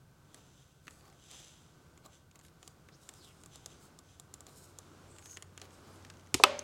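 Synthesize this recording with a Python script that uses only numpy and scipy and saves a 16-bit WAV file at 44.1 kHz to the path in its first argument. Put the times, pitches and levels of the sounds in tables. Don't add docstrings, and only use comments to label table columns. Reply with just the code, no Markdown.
import sys
import numpy as np
from scipy import signal
from scipy.fft import rfft, irfft, next_fast_len
from scipy.io import wavfile
from scipy.ndimage import map_coordinates

SR = 44100
rng = np.random.default_rng(int(sys.argv[2]) if len(sys.argv) > 2 else 0)


def wav_out(sig):
    wavfile.write(sys.argv[1], SR, np.round(np.clip(np.atleast_2d(sig).T, -1, 1) * 32767).astype(np.int16))


N = 292383

# frequency in Hz, level in dB.
ROLL_COLOUR = [(100, -27.5), (300, 1), (500, -2), (800, -3.5), (1000, -11.5), (1150, 2), (1400, -15),
               (3000, -24.5)]


def amp(db):
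    return 10 ** (np.asarray(db) / 20)


def unit(x):
    return x / np.sqrt(np.mean(x ** 2) + 1e-20)


def unit_burst(x):
    return x * np.sqrt(SR / 100 / np.sum(x ** 2))


def along(points, hz):
    point_hz, values = np.transpose(points)
    return np.interp(np.log(hz + 1), np.log(point_hz + 1), values)


def wobble(rate):
    knots = rng.standard_normal(int(N * rate / SR) + 4)
    return map_coordinates(knots, [np.arange(N) * rate / SR])


def swell(t, length):
    return np.exp(-(2 * t / length) ** 2)


def add(track, s, x):
    start = round(s * SR)
    x = x[max(-start, 0):]
    part = track[max(start, 0):][:len(x)]
    part += x[:len(part)]


def coloured(x, colour, size=4096):
    gain = amp(along(colour, np.fft.rfftfreq(size, 1 / SR)))
    cepstrum = irfft(np.log(gain))
    kernel = irfft(np.exp(rfft(2 * cepstrum[:size // 2], size) - cepstrum[0]))
    return signal.fftconvolve(x, kernel)[:len(x)]


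def dying_noise(decay, t60_scale=1, size=16384):
    hz, t, spectra = signal.stft(rng.standard_normal(size), SR, nperseg=128)
    t60 = t60_scale * along(decay, hz)[:, None]
    return signal.istft(spectra * amp(-60 * t / t60), SR)[1]


def burst(colour, t60, edge=0.89, size=4096):
    t = np.arange(size) / SR
    crinkle = rng.standard_normal(size) * amp(-60 * t / t60)
    release = 1 + edge * np.exp(-t / 0.00026)
    return unit_burst(coloured(crinkle * release, colour))


def crackle(colour, rate, spread_db, hiss, size=N):
    grains = (rng.random(size) < rate / SR) * rng.standard_normal(size)
    grains *= amp(spread_db * rng.standard_normal(size))
    return unit(coloured(unit(grains) + hiss * rng.standard_normal(size), colour))


def ring(modes, attack_s):
    t = np.arange(SR // 2) / SR
    swings = [(-1) ** k * amp(db - 60 * t / t60) * np.sin(2 * np.pi * hz * t)
              for k, (hz, db, t60) in enumerate(modes)]
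    return sum(swings) * (1 - np.exp(-t / attack_s))


def peeling(rise_share=0.42, edge_drop_db=8.5):
    # peak time in seconds, length in seconds, level in dB.
    pulls = [(0.375, 0.18, -68.5), (0.59, 0.33, -69), (1.347, 0.18, -54.5), (1.478, 0.27, -64.5),
             (2.138, 0.075, -63.5), (3.548, 0.073, -58.5), (3.715, 0.11, -61), (4.106, 0.11, -65),
             (4.83, 0.22, -71)]
    # frequency in Hz, level in dB.
    rasp_colour = [(900, -8.5), (2200, -7.5), (2750, -2), (3300, 3), (3800, 0.5), (4450, -8.5), (5000, -2),
                   (5550, -7), (6150, 4), (6750, -5), (7350, 1), (9000, -11.5), (10100, -9.5), (12000, -19),
                   (16000, -30)]
    t = np.arange(N) / SR
    pull = np.zeros(N)
    for peak, length, db in pulls:
        from_peak = np.maximum((peak - t) / rise_share, (t - peak) / (1 - rise_share)) / length
        pull += amp(db - edge_drop_db * from_peak)
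    flutter = amp(0.45 * wobble(39.55))
    return pull * flutter * crackle(rasp_colour, rate=4400, spread_db=4.5, hiss=1.07)


def tick(s, film_share, winding_hz=7310, stretch_from_s=5.23, sag_hz_per_s=780):
    # multiple of the tick's pitch, level in dB.
    glue_colour = [(.25, -49), (.48, -7), (.7, -9), (.88, -4.5), (1.02, 2.5), (1.2, -7), (1.6, -14),
                   (2.3, -33)]
    film_colour = [(.1, -29), (.22, -5), (.29, -6), (.36, -7), (.43, -6), (.52, -9.5), (.68, -13),
                   (1.1, -34)]
    hz = winding_hz - sag_hz_per_s * max(s - stretch_from_s, 0)
    hz *= 1 - 0.2 * film_share ** 2
    hz *= 1 + 0.012 * rng.standard_normal()
    pop = burst([(ratio * hz, db) for ratio, db in glue_colour], t60=0.016)
    film = burst([(ratio * hz, db) for ratio, db in film_colour], t60=0.027)
    return np.sqrt(film_share) * film + np.sqrt(1 - film_share) * pop


def sticky_ticks(average_knock_db=-61):
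    # start in seconds, level in dB, film share from 0 (glue pop) to 1 (film crease).
    ticks = [(0.3447, -53.5, 0.23), (0.8696, -58, 0.7), (0.88, -48, 0.9), (0.908, -60, 0.16),
             (1.313, -54.5, 0.14), (1.401, -61, .08), (1.976, -62, 0.4), (2.061, -58.5, 0),
             (2.357, -62.5, 0.1), (2.391, -62, 0.1), (2.629, -56, 0.5), (2.677, -51.5, 0.03),
             (2.887, -58.5, .9), (3.0906, -47.5, 0.17), (3.138, -60, 0.05), (3.436, -57, 0.14),
             (3.46, -56, .06), (3.5577, -54, 0), (3.66, -45, 0.02), (3.989, -55, 0.02),
             (4.198, -50.5, 0.02), (4.3398, -47.5, .03), (4.4064, -53, 0.02), (4.467, -55, .05),
             (4.787, -48, 0.01), (5.1845, -56, 0.4), (5.258, -53.5, 0.2), (5.371, -46.5, 0.63),
             (5.424, -48.5, 0.27), (5.5767, -49.5, 0.48), (5.6163, -49.5, 0.4), (6.049, -55, 0.72),
             (6.1006, -52, 0.42), (6.5917, -38, 0)]
    out = np.zeros(N)
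    average_db = np.mean([db for _, db, _ in ticks])
    for s, db, film_share in ticks:
        knock = amp(average_knock_db + 0.5 * (db - average_db)) * burst(ROLL_COLOUR, t60=0.042)
        add(out, s, amp(db) * tick(s, film_share) + knock)
    return out


def straining(ticks_per_s=32, spread_db=1.5):
    # start in seconds, length in seconds, level in dB.
    strains = [(0.999, 0.15, -66.5), (2.309, .18, -65), (5.152, .22, -61.5), (5.591, .14, -63.5),
               (6.018, .28, -66)]
    out = np.zeros(N)
    for start, length, db in strains:
        for step in range(round(length * ticks_per_s)):
            s = start + (step + rng.random()) / ticks_per_s
            add(out, s, amp(db + spread_db * rng.standard_normal()) * tick(s, film_share=0.5))
    return out


def tear():
    # start in seconds, level in dB, t60 scale, echo level in dB.
    stages = [(6.3424, -23.5, 1, -38.5), (6.3995, -33, 1, -41.5), (6.437, -14, 0.78, -28.5)]
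    # frequency in Hz, level in dB.
    nick = [(40, -12), (80, 0), (120, -5), (180, -13), (320, 1.5), (600, -14.5), (850, -3.5), (1580, -10),
            (2410, 1.5), (3100, -1.5), (4800, -1), (7000, 0), (10000, -3), (16000, -20)]
    bump = [(150, -27), (400, 3.5), (650, 6), (1150, -3), (1600, -14), (5000, -42)]
    crack = [(80, -29), (250, -24), (390, -12.5), (800, -8), (1220, -4.5), (1600, -8), (2200, -3),
             (2900, -4.5), (4900, -7), (6900, -18), (8050, -8.5), (9000, -16), (12300, -18.5), (16000, -37)]
    crack_echo = [(100, -21), (400, 2), (900, 6), (1250, 2.5), (1650, -2), (2200, 1.5), (3200, -1.5),
                  (5000, -7), (8000, -14.5), (15000, -26)]
    # frequency in Hz, t60 in seconds before scaling.
    damping = [(120, 0.17), (500, 0.079), (1200, 0.032), (3000, 0.03), (8000, 0.023), (15000, 0.015)]
    # frequency in Hz, level in dB, t60 in seconds.
    roll_modes = [(406, -24, 0.092), (657, -27.5, 0.071), (778, -24.5, 0.098), (996, -20, 0.066),
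                  (1182, -9, 0.029), (1280, -10.5, 0.039), (2190, -19, 0.032), (2606, -16.5, 0.047),
                  (2750, -13, 0.022), (3010, -20, 0.059), (4400, -32, 0.043), (5960, -17.5, 0.023),
                  (8000, -26, 0.022)]
    metal_modes = [(241.7, -49.5, 1), (413, -44.5, 0.78), (551, -33.5, 0.55), (592, -31.5, 0.55),
                   (633, -45, .55)]
    out = np.zeros(N)
    direct, returned = (nick, bump, crack), (nick, bump, crack_echo)
    for (s, db, t60_scale, echo_db), colour, echo_colour in zip(stages, direct, returned):
        snap = coloured(dying_noise(damping, t60_scale), colour)
        add(out, s, amp(db) * unit_burst(snap))
        add(out, s, amp(echo_db) * unit_burst(echo(echo_colour)))
    parting_s = stages[-1][0]
    add(out, parting_s, ring(roll_modes, attack_s=0.0012) + ring(metal_modes, attack_s=0.0073))
    return out


def finger_slides(catch_db=3):
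    # start and length in seconds, first and last pitch in Hz, half-width in Hz, level in dB.
    slides = [(2.914, 0.058, 4220, 6400, 800, -64.5), (3.14, 0.2, 6200, 2390, 452, -63.5),
              (5.071, 0.16, 8070, 7700, 700, -64.5), (5.211, 0.18, 6600, 6400, 260, -55)]
    out = np.zeros(N)
    for s, length, start_hz, end_hz, half_width_hz, db in slides:
        n = int(length * SR)
        phase = 2 * np.pi * np.cumsum(np.geomspace(start_hz, end_hz, n)) / SR
        lowpass = signal.butter(2, half_width_hz, fs=SR, output="sos")
        noise = signal.sosfilt(lowpass, rng.standard_normal((2, SR // 2)))[:, :n]
        gliding_band = noise[0] * np.sin(phase) + noise[1] * np.cos(phase)
        swish = unit(gliding_band * amp(catch_db * wobble(65)[:n]))
        add(out, s, amp(db) * swish * np.sin(np.linspace(0, np.pi, n)))
    return out


def rub(octaves, hollow_db=3, bands=40):
    # frequency in Hz before the shift, level in dB.
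    rub_colour = [(1000, -18), (2000, -13.5), (3400, -0.5), (4500, -2.5), (6200, 1.5), (7600, 3),
                  (9000, -2), (12000, -8.5), (16000, -20)]
    hz = np.geomspace(1000, 16000, bands)
    shape_db = along(rub_colour, hz / 2 ** octaves) + hollow_db * rng.standard_normal(bands)
    return crackle(np.column_stack([hz, shape_db]), rate=3000, spread_db=6, hiss=1.16, size=SR)


def rubbing(plain_stroke_db=-67.5, octaves_per_db=0.03):
    # middle and length in seconds, level in dB.
    strokes = [(0.928, .17, -66.5), (2.449, 0.067, -67), (2.67, .09, -66.5), (3.05, 0.14, -66),
               (3.241, 0.25, -65.5), (3.412, 0.11, -68), (3.84, 0.067, -61.5), (4.601, 0.21, -61.5),
               (5.311, 0.14, -59.5), (5.741, 0.07, -68), (5.95, 0.11, -67.5)]
    grips = [(0.37, 0.055, -62), (1.056, .18, -66.5), (1.34, 0.081, -65), (2.053, 0.029, -56.5),
             (2.356, 0.034, -68), (3.111, 0.051, -65), (4.488, 0.033, -60), (5.637, 0.057, -59.5),
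             (5.9, 0.15, -64)]
    out = np.zeros(N)
    t = np.arange(SR) / SR - 0.5
    for middle, length, db in strokes:
        skin = rub(octaves=octaves_per_db * (db - plain_stroke_db))
        add(out, middle - 0.5, amp(db) * swell(t, length) * skin)
    for middle, length, db in grips:
        rustle = crackle(ROLL_COLOUR, rate=450, spread_db=2, hiss=2.1, size=SR)
        skin = amp(-7) * rub(octaves=-0.68)
        add(out, middle - 0.5, amp(db) * swell(t, length) * (rustle + skin))
    return out * amp(2.5 * wobble(45))


def echo(colour, build_s=0.0023):
    # frequency in Hz, t60 in seconds.
    room_decay = [(150, 0.6), (600, 0.6), (2500, 0.57), (6000, 0.5), (10000, 0.27), (16000, 0.1)]
    tail = coloured(dying_noise(room_decay), colour)
    t = np.arange(len(tail)) / SR
    return tail * (1 - np.exp(-t / build_s))


def room(x, wet_db):
    # frequency in Hz, level in dB.
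    wall_colour = [(100, -1), (600, 5.5), (1300, -1.5), (2500, -6.5), (6000, -10.5), (15000, 2)]
    tail = echo(wall_colour)
    return amp(wet_db) * signal.fftconvolve(x, tail / np.linalg.norm(tail))[:N]


def background(hum_hz=92.6, whine_hz=1529, whine_db=-82, rumble_db=-64):
    # time in seconds, ventilation level in dB, hum level in dB.
    levels = [(0, -67, -84), (3.0, -65.5, -74), (5.0, -62, -65), (6.3, -61.5, -60.5)]
    # frequency in Hz, level in dB.
    rumble_colour = [(15, -24), (28, -17.5), (78, -1), (110, -5.5), (145, 1), (220, -15), (600, -38.5)]
    air_colour = [(60, -18.5), (200, -9.5), (320, -7.5), (600, -14), (900, -15.5), (1480, -15.5),
                  (1750, -24.5), (3000, -26), (7500, -28.5), (12000, -39), (16000, -49.5)]
    t = np.arange(N) / SR
    times, *columns = np.transpose(levels)
    air_db, hum_db = [np.interp(t, times, column) for column in columns]
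    rumble = amp(rumble_db) * unit(coloured(rng.standard_normal(N), rumble_colour))
    air = amp(air_db + 1.7 * wobble(3.93)) * unit(coloured(rng.standard_normal(N), air_colour))
    hum = amp(hum_db + wobble(7.2)) * unit(np.sin(2 * np.pi * hum_hz * t + 0.5 * wobble(6.3)))
    whine = amp(whine_db) * unit(np.sin(2 * np.pi * whine_hz * t + 0.5 * wobble(2.4)))
    return rumble + air + hum + whine


def scene():
    hands = peeling() + rubbing() + finger_slides() + sticky_ticks() + straining()
    return (hands + room(hands, wet_db=-14.5) + tear() + background())[None]


def record(dry):
    ceiling, top_hz = 0.8, 16300
    rounded = dry / (1 + np.abs(dry / ceiling) ** 6) ** (1 / 6)
    size = next_fast_len(N + SR // 2)
    in_band = np.fft.rfftfreq(size, 1 / SR) < top_hz
    return irfft(rfft(rounded, size) * in_band, size)[:, :N]


dry = scene()
out = record(dry)
wav_out(out)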